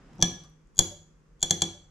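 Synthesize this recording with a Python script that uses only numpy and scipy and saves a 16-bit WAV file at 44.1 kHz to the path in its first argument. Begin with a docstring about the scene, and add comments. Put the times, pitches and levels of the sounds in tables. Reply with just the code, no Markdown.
"""In a kitchen, a hand raps a steel spoon on the rim of a small glass jug on a wooden worktop, close by.
Each rap sums decaying modes of jug, spoon and worktop with a clink and gritty contact noise.
Ticks of spoon and hand are filtered noise; soft low knocks, deep jolts and a ringing steel bowl join in.
Shaped noise makes the echoes, the hiss and an earlier rap's dying tail; a wavering sine makes the fridge hum."""
import sys
import numpy as np
from scipy import signal
from scipy.fft import rfft, irfft
from scipy.io import wavfile
from scipy.ndimage import uniform_filter1d

SR = 44100
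rng = np.random.default_rng(int(sys.argv[2]) if len(sys.argv) > 2 else 0)


def volts_from_db(level):
    """Convert decibel levels to linear amplitude ratios."""
    exponent = np.asarray(level, float) / 20
    return 10 ** exponent


def waveform_to_disk(signal):
    """Save audio, clipped to [-1, 1], as 16-bit WAV at the path in sys.argv[1]."""
    frames = np.transpose(np.atleast_2d(signal))
    scaled = np.clip(frames, -1, 1) * 32767
    samples = np.round(scaled).astype(np.int16)
    wavfile.write(sys.argv[1], SR, samples)


N = 83790  # length [samples]

# room hiss, relative spectrum: (frequency [Hz], density [dB per Hz])
HISS_SPECTRUM = [(15, -22.5), (25, -0.5), (48, 4.5), (65, -17), (118, -18), (158, -6.5), (200, -17),
                 (500, -21), (680, -37), (1120, -28.5), (2200, -37.5), (4000, -46.5), (6500, -40.5),
                 (9000, -52.5), (15000, -63.5)]
# dying tail of an earlier rap, with a thin ring near 5 kHz, relative spectrum:
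# (frequency [Hz], density [dB per Hz])
RAP_TAIL_SPECTRUM = [(60, -24.5), (100, -5.5), (194, -0.5), (353, -8.5), (500, -15.5), (1380, -18),
                     (3000, -29), (4900, -35.5), (5100, -24), (5300, -34.5), (7500, -37), (9000, -46),
                     (15000, -65)]
# strength of that dying tail: (time [s], rms level [dB])
RAP_TAIL_LEVEL = [(0, -57.5), (.1, -56.5), (.17, -54.5), (.45, -63.5), (.62, -72.5)]
# strength of the fridge hum: (time [s], rms level [dB])
HUM_LEVEL = [(0, -62.5), (.3, -59.5), (.4, -55), (.6, -59), (.66, -74), (.9, -68), (1.0, -57), (1.15, -70),
             (1.3, -66.5), (1.9, -65)]
# ticks of spoon and hand: (time [s], level [dB], centre [Hz], width of each filter [Hz], decay [s])
TICKS = [(.132, -56, 3500, 5000, .002), (.153, -65, 11500, 3000, .002), (.182, -53, 6000, 2000, .002),
         (.436, -58, 4800, 5000, .012), (.437, -58, 1190, 200, .02), (.497, -63, 11500, 3500, .002),
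         (.671, -66, 6800, 1500, .003), (.748, -61, 8000, 7000, .002), (.972, -58, 5500, 1500, .004)]
# balance of the microphone ports: (frequency [Hz], left minus right [dB])
PORT_LEVEL = [(60, -1.5), (110, -2), (200, 1), (380, 2), (700, -1), (1290, -0.5), (2380, -2.5), (4400, 4),
              (8120, 2.5), (15000, -3)]
# phase between the ports: (frequency [Hz], lead of the left [rad])
PORT_PHASE = [(60, 0.32), (300, -.15), (1000, -.5), (2500, -1.2), (5000, 1), (7500, -0.83), (10000, -1.2),
              (14000, -1.5)]
# relative strength of the kitchen's echoes: (frequency [Hz], level [dB])
ROOM_COLOUR = [(60, -0.5), (300, 4.5), (1000, -1), (3000, -1.5), (7000, -7), (14000, -7)]
# reverberation time of the kitchen: (frequency [Hz], t60 [s])
ROOM_T60 = [(60, 0.77), (200, 0.32), (600, 0.46), (2000, .45), (5000, 0.41), (9000, 0.42), (14000, .3)]
# soft low knocks: the jug set down, then a faint thud just before a rap: (time [s], level [dB])
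KNOCKS = [(0.19, -34.5), (0.199, -38), (0.771, -51)]
# worktop modes: (frequency [Hz], relative level [dB], t60 [s], gain per unit of strike place [dB])
WORKTOP_MODES = [(98.2, -4, 0.23, 0), (146.2, -3, 0.09, 1.5), (177.3, 7.5, 0.099, -8),
                 (238.6, -3.5, .15, -4), (290, -4.5, 0.11, -3.1), (335.4, -1.5, 0.14, 1.2),
                 (360.5, -7, 0.17, -0.1), (410, -8.5, .1, 0.9), (451, -6, 0.052, 4.9),
                 (522.2, -10.5, 0.15, .1), (733.2, -5, 0.082, -3.1), (900, -6, .05, 3)]
# raps: (time [s], jug [dB], spoon [dB], clink [Hz], clink [dB], worktop [dB], strike place [-1 to 1]), # the
# place running from near the bowl of the spoon (-1) up toward its handle (1)
RAPS = [(0.2241, -14, -23, 6007, 10.5, -27, -0.35), (0.7902, -17, -20.5, 6752, 14, -27, 0.77),
        (1.4273, -20.5, -23.5, 6800, 6, -34.5, 0.62), (1.5074, -18, -24, 6420, 8.5, -29.5, 0.666),
        (1.619, -17.5, -23, 6585, 4, -30.5, 0.53)]
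# frequencies of the glass jug's modes: one column [Hz]
JUG_HZ = [790, 1184, 1690, 2295, 3010, 3340, 3385, 3625, 4165, 4555, 5170]
# those modes: (relative level [dB], t60 [s], gain per unit of strike place [dB])
JUG_MODES = [(-13, 0.045, 0.5), (-21, 0.067, -3.9), (-18, 0.099, -7.5), (-15.5, .05, -2.5),
             (-31, 0.19, -11.5), (-4.5, 0.078, 0.5), (-2.5, 0.074, -0.5), (-25.5, .02, 0.5),
             (-8.5, 0.041, 1.5), (0.5, 0.015, 0), (-18, 0.0084, -4)]
# frequencies of the steel spoon's modes: one column [Hz]
SPOON_HZ = [5820, 5850, 6180, 6400, 6680, 6780, 7080, 7345, 7800, 9610, 10050, 11130, 12850]
# those modes: (relative level [dB], t60 [s], gain per unit of strike place [dB])
SPOON_MODES = [(2, 0.043, -8.5), (-14.5, .35, -8), (-9.5, .01, -9), (-14.5, 0.011, -0.5), (0, .04, -6.9),
               (-2, 0.029, -10.5), (0, 0.015, 9.5), (4.5, .04, 2.5), (0.5, .02, 1), (-8.5, 0.018, 11),
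               (-5.5, 0.0078, 10.5), (-14.5, 0.0093, -6.5), (-20.5, .012, -2.8)]
# gritty contact noise, relative spectrum: (frequency [Hz], level [dB])
GRIT_SPECTRUM = [(300, 0), (1500, 1), (2600, -7), (4800, 6.5), (7500, -0.5), (8700, -16.5), (9800, 6.5),
                 (11500, 0), (14000, -8), (15000, -19)]
# deep jolts through the stand: (time [s], level [dB])
THUMPS = [(0.226, -35), (.791, -28), (1.429, -41)]
# sympathetic swells of the steel bowl: (time [s], level [dB])
BOWL_RINGS = [(.905, -41), (1.734, -49.5)]


def curve(rows, at, log=False):
    """Linear interpolation: straight lines join the table rows, on a log axis if asked."""
    x, y = np.array(rows, float).T
    if log:
        return np.interp(np.log(at + 1), np.log(x + 1), y)
    return np.interp(at, x, y)


def add(out, s, x):
    """Superposition: x joins out from time s."""
    i = int(s * SR)
    out[i:i + len(x)] += x[:N - i]


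def ring(hz, db, t60, rise):
    """Modal superposition: sines swell over the rise and lose 60 dB in each t60."""
    t = np.arange(SR // 2)[:, None] / SR
    swell = (1 - np.exp(-t / rise)) ** 2
    decay = np.exp(-np.log(1000) * t / t60)
    modes = volts_from_db(db) * np.sin(2 * np.pi * np.asarray(hz) * t) * swell * decay
    return modes.sum(axis=1)


def pulse(t, peak_s):
    """Impulse response of critical damping: a one-sided push that peaks at 1 at peak_s."""
    return t / peak_s * np.exp(1 - t / peak_s)


def pair(gain, like_hz, length):
    """Spatial coherence: two noises of one spectrum, alike in the bass and parting above like_hz."""
    hz = np.fft.rfftfreq(length, 1 / SR)
    mid, side = rfft(rng.standard_normal((2, length)))
    side = side * hz / (hz + like_hz)
    return irfft(gain(hz) * (mid + np.array([[1], [-1]]) * side), length)


def room_hiss():
    """Stationary noise: a fixed spectrum held at a steady rms level."""
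    hiss = pair(lambda hz: volts_from_db(curve(HISS_SPECTRUM, hz, True)), 300, N)
    return volts_from_db(-59.5) * hiss / hiss.std()


def earlier_rap_tail():
    """Amplitude modulation: shaped noise follows the level of a dying tail that ends faint."""
    noise = pair(lambda hz: volts_from_db(curve(RAP_TAIL_SPECTRUM, hz, True)), 1500, N)
    level = volts_from_db(curve(RAP_TAIL_LEVEL, np.arange(N) / SR))
    return level * noise / noise.std()


def fridge_hum():
    """Frequency modulation: the phase of a sine accumulates its randomly drifting frequency."""
    centre_hz, waver_hz = 154, 2.5
    steps = np.repeat(rng.standard_normal(N // 2000 + 1), 2000)
    drift = uniform_filter1d(steps, 2000)[:N]
    phase = 2 * np.pi * np.cumsum(centre_hz + waver_hz * drift) / SR
    level = volts_from_db(curve(HUM_LEVEL, np.arange(N) / SR))
    return level * np.sqrt(2) * np.sin(phase)  # root two gives unit rms


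def ticks():
    """Resonant filtering: noise passed twice through one resonance fades exponentially."""
    out, t = np.zeros(N), np.arange(int(.08 * SR)) / SR
    for s, db, hz, width_hz, decay_s in TICKS:
        b, a = signal.iirpeak(hz, hz / width_hz, SR)
        noise = rng.standard_normal(len(t))
        noise = signal.lfilter(b, a, signal.lfilter(b, a, noise))
        envelope = np.exp(-t / decay_s) * (1 - np.exp(-t / .0005))
        add(out, s, volts_from_db(db) * noise / noise.std() * envelope)
    return out


def microphone_ports(near):
    """Interchannel difference: near sound meets the two ports with unequal level and phase."""
    hz = np.fft.rfftfreq(N, 1 / SR)
    side = np.array([[.5], [-.5]])  # each port takes half the difference
    level = volts_from_db(side * curve(PORT_LEVEL, hz, True))
    phase = np.exp(1j * side * curve(PORT_PHASE, hz, True))
    return irfft(rfft(near) * level * phase, N)


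def kitchen(near):
    """Diffuse reverberation: convolution with noise whose half-octave bands each decay at their own rate."""
    first_echo_s, like_hz = .0015, 1200
    t = np.arange(SR) / SR
    tail = 0
    for centre in 45 * 2 ** (np.arange(18) / 2):
        def bell(hz):
            octaves = np.log2((hz + 1) / centre)
            return np.cos(np.pi * np.clip(octaves, -.5, .5)) ** 2
        decay = np.exp(-np.log(1000) * t / curve(ROOM_T60, centre, True))
        tail = tail + pair(bell, like_hz, SR) * volts_from_db(curve(ROOM_COLOUR, centre, True)) * decay
    onset = np.clip(t / first_echo_s - .5, 0, 1)
    tail = tail * onset * 3 / np.sqrt(SR)
    return signal.fftconvolve(near[None], tail, axes=1)[:, :N]


def wall_echo(near):
    """Specular reflection: a near wall returns one clear, weaker copy after a delay."""
    out = np.zeros(N)
    add(out, .0178, volts_from_db(-22) * near)
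    return out


def knocks():
    """Modal excitation: soft low knocks set the worktop modes swelling and decaying."""
    out = np.zeros(N)
    hz, db, t60, _ = np.array(WORKTOP_MODES).T
    for s, knock_db in KNOCKS:
        add(out, s, ring(hz, db + knock_db, t60, .003))
    return out


def struck_modes(hz, modes, blow_db, place, scatter_db, rise_s):
    """Modal participation: strike place tilts the mode strengths, with chance scatter at each rap."""
    db, t60, tilt_db = modes
    scatter = scatter_db * rng.standard_normal(len(db))
    return ring(hz, db + blow_db + place * tilt_db + scatter, t60, rise_s)


def contact_grit():
    """Contact noise: a short pulse of force shapes gritty broadband noise."""
    t = np.arange(SR // 20) / SR
    # the very high parting frequency leaves the pair nearly alike; one of them serves
    noise = pair(lambda hz: volts_from_db(curve(GRIT_SPECTRUM, hz, True)), 1e6, len(t))[0]
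    return noise * pulse(t, .0018)


def raps():
    """Impact excitation: one blow wakes jug, spoon, clink and grit, then the worktop."""
    rise_s = .00037  # rings swell while steel and glass touch
    push_s, thud_late_s = .00073, .003  # the jug pushes the worktop softly and later
    out = np.zeros(N)
    jug, spoon, worktop = np.array(JUG_MODES).T, np.array(SPOON_MODES).T, np.array(WORKTOP_MODES).T
    for s, jug_db, spoon_db, clink_hz, clink_db, worktop_db, place in RAPS:
        add(out, s, struck_modes(JUG_HZ, jug, jug_db, place, 1, rise_s))
        add(out, s, struck_modes(SPOON_HZ, spoon, spoon_db, place, 1, rise_s))
        # the clink is the damped bending of the held spoon
        add(out, s, ring(clink_hz, clink_db, t60=.0075, rise=.0011))
        add(out, s, volts_from_db(clink_db - 33.5) * contact_grit())
        thud = struck_modes(worktop[0], worktop[1:], worktop_db, place, 2, push_s)
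        add(out, s + thud_late_s, thud)
    return out


def thumps():
    """Impulsive loading: each deep jolt through the stand is a single one-sided push."""
    out, t = np.zeros(N), np.arange(SR // 20) / SR
    for s, db in THUMPS:
        add(out, s, volts_from_db(db) * pulse(t, .006))
    return out


def steel_bowl():
    """Sympathetic resonance: one mode of the bowl swells slowly, then decays."""
    out = np.zeros(N)
    for s, db in BOWL_RINGS:
        add(out, s, ring(585, db, t60=.27, rise=.01))
    return out


def scene():
    """Superposition of direct sound, reflections and background at the two ports."""
    near = ticks() + knocks() + raps() + thumps() + steel_bowl()
    near = near + wall_echo(near)
    background = room_hiss() + earlier_rap_tail() + fridge_hum()
    return microphone_ports(near) + kitchen(near) + background


def band_limit(x):
    """A steep low-pass at the top of the band."""
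    return signal.sosfilt(signal.butter(12, 15800, fs=SR, output="sos"), x)


def record(dry):
    """Linear filtering and clipping: faint fore-echoes, a dull top end, a limit at full scale."""
    fore_s, fore_db, fore_step_db = .0107, -25.5, -12.5
    mix = dry.copy()
    for k in (1, 2, 3):  # each earlier copy is weaker
        lead = int(k * fore_s * SR)
        mix[:, :-lead] += volts_from_db(fore_db + (k - 1) * fore_step_db) * dry[:, lead:]
    lowpass = signal.butter(N=10, Wn=14200, fs=SR, output="sos")
    mix = signal.sosfilt(lowpass, mix)
    mix = np.clip(mix, -1, 1)
    return band_limit(mix)


dry = scene()
out = record(dry)
waveform_to_disk(out)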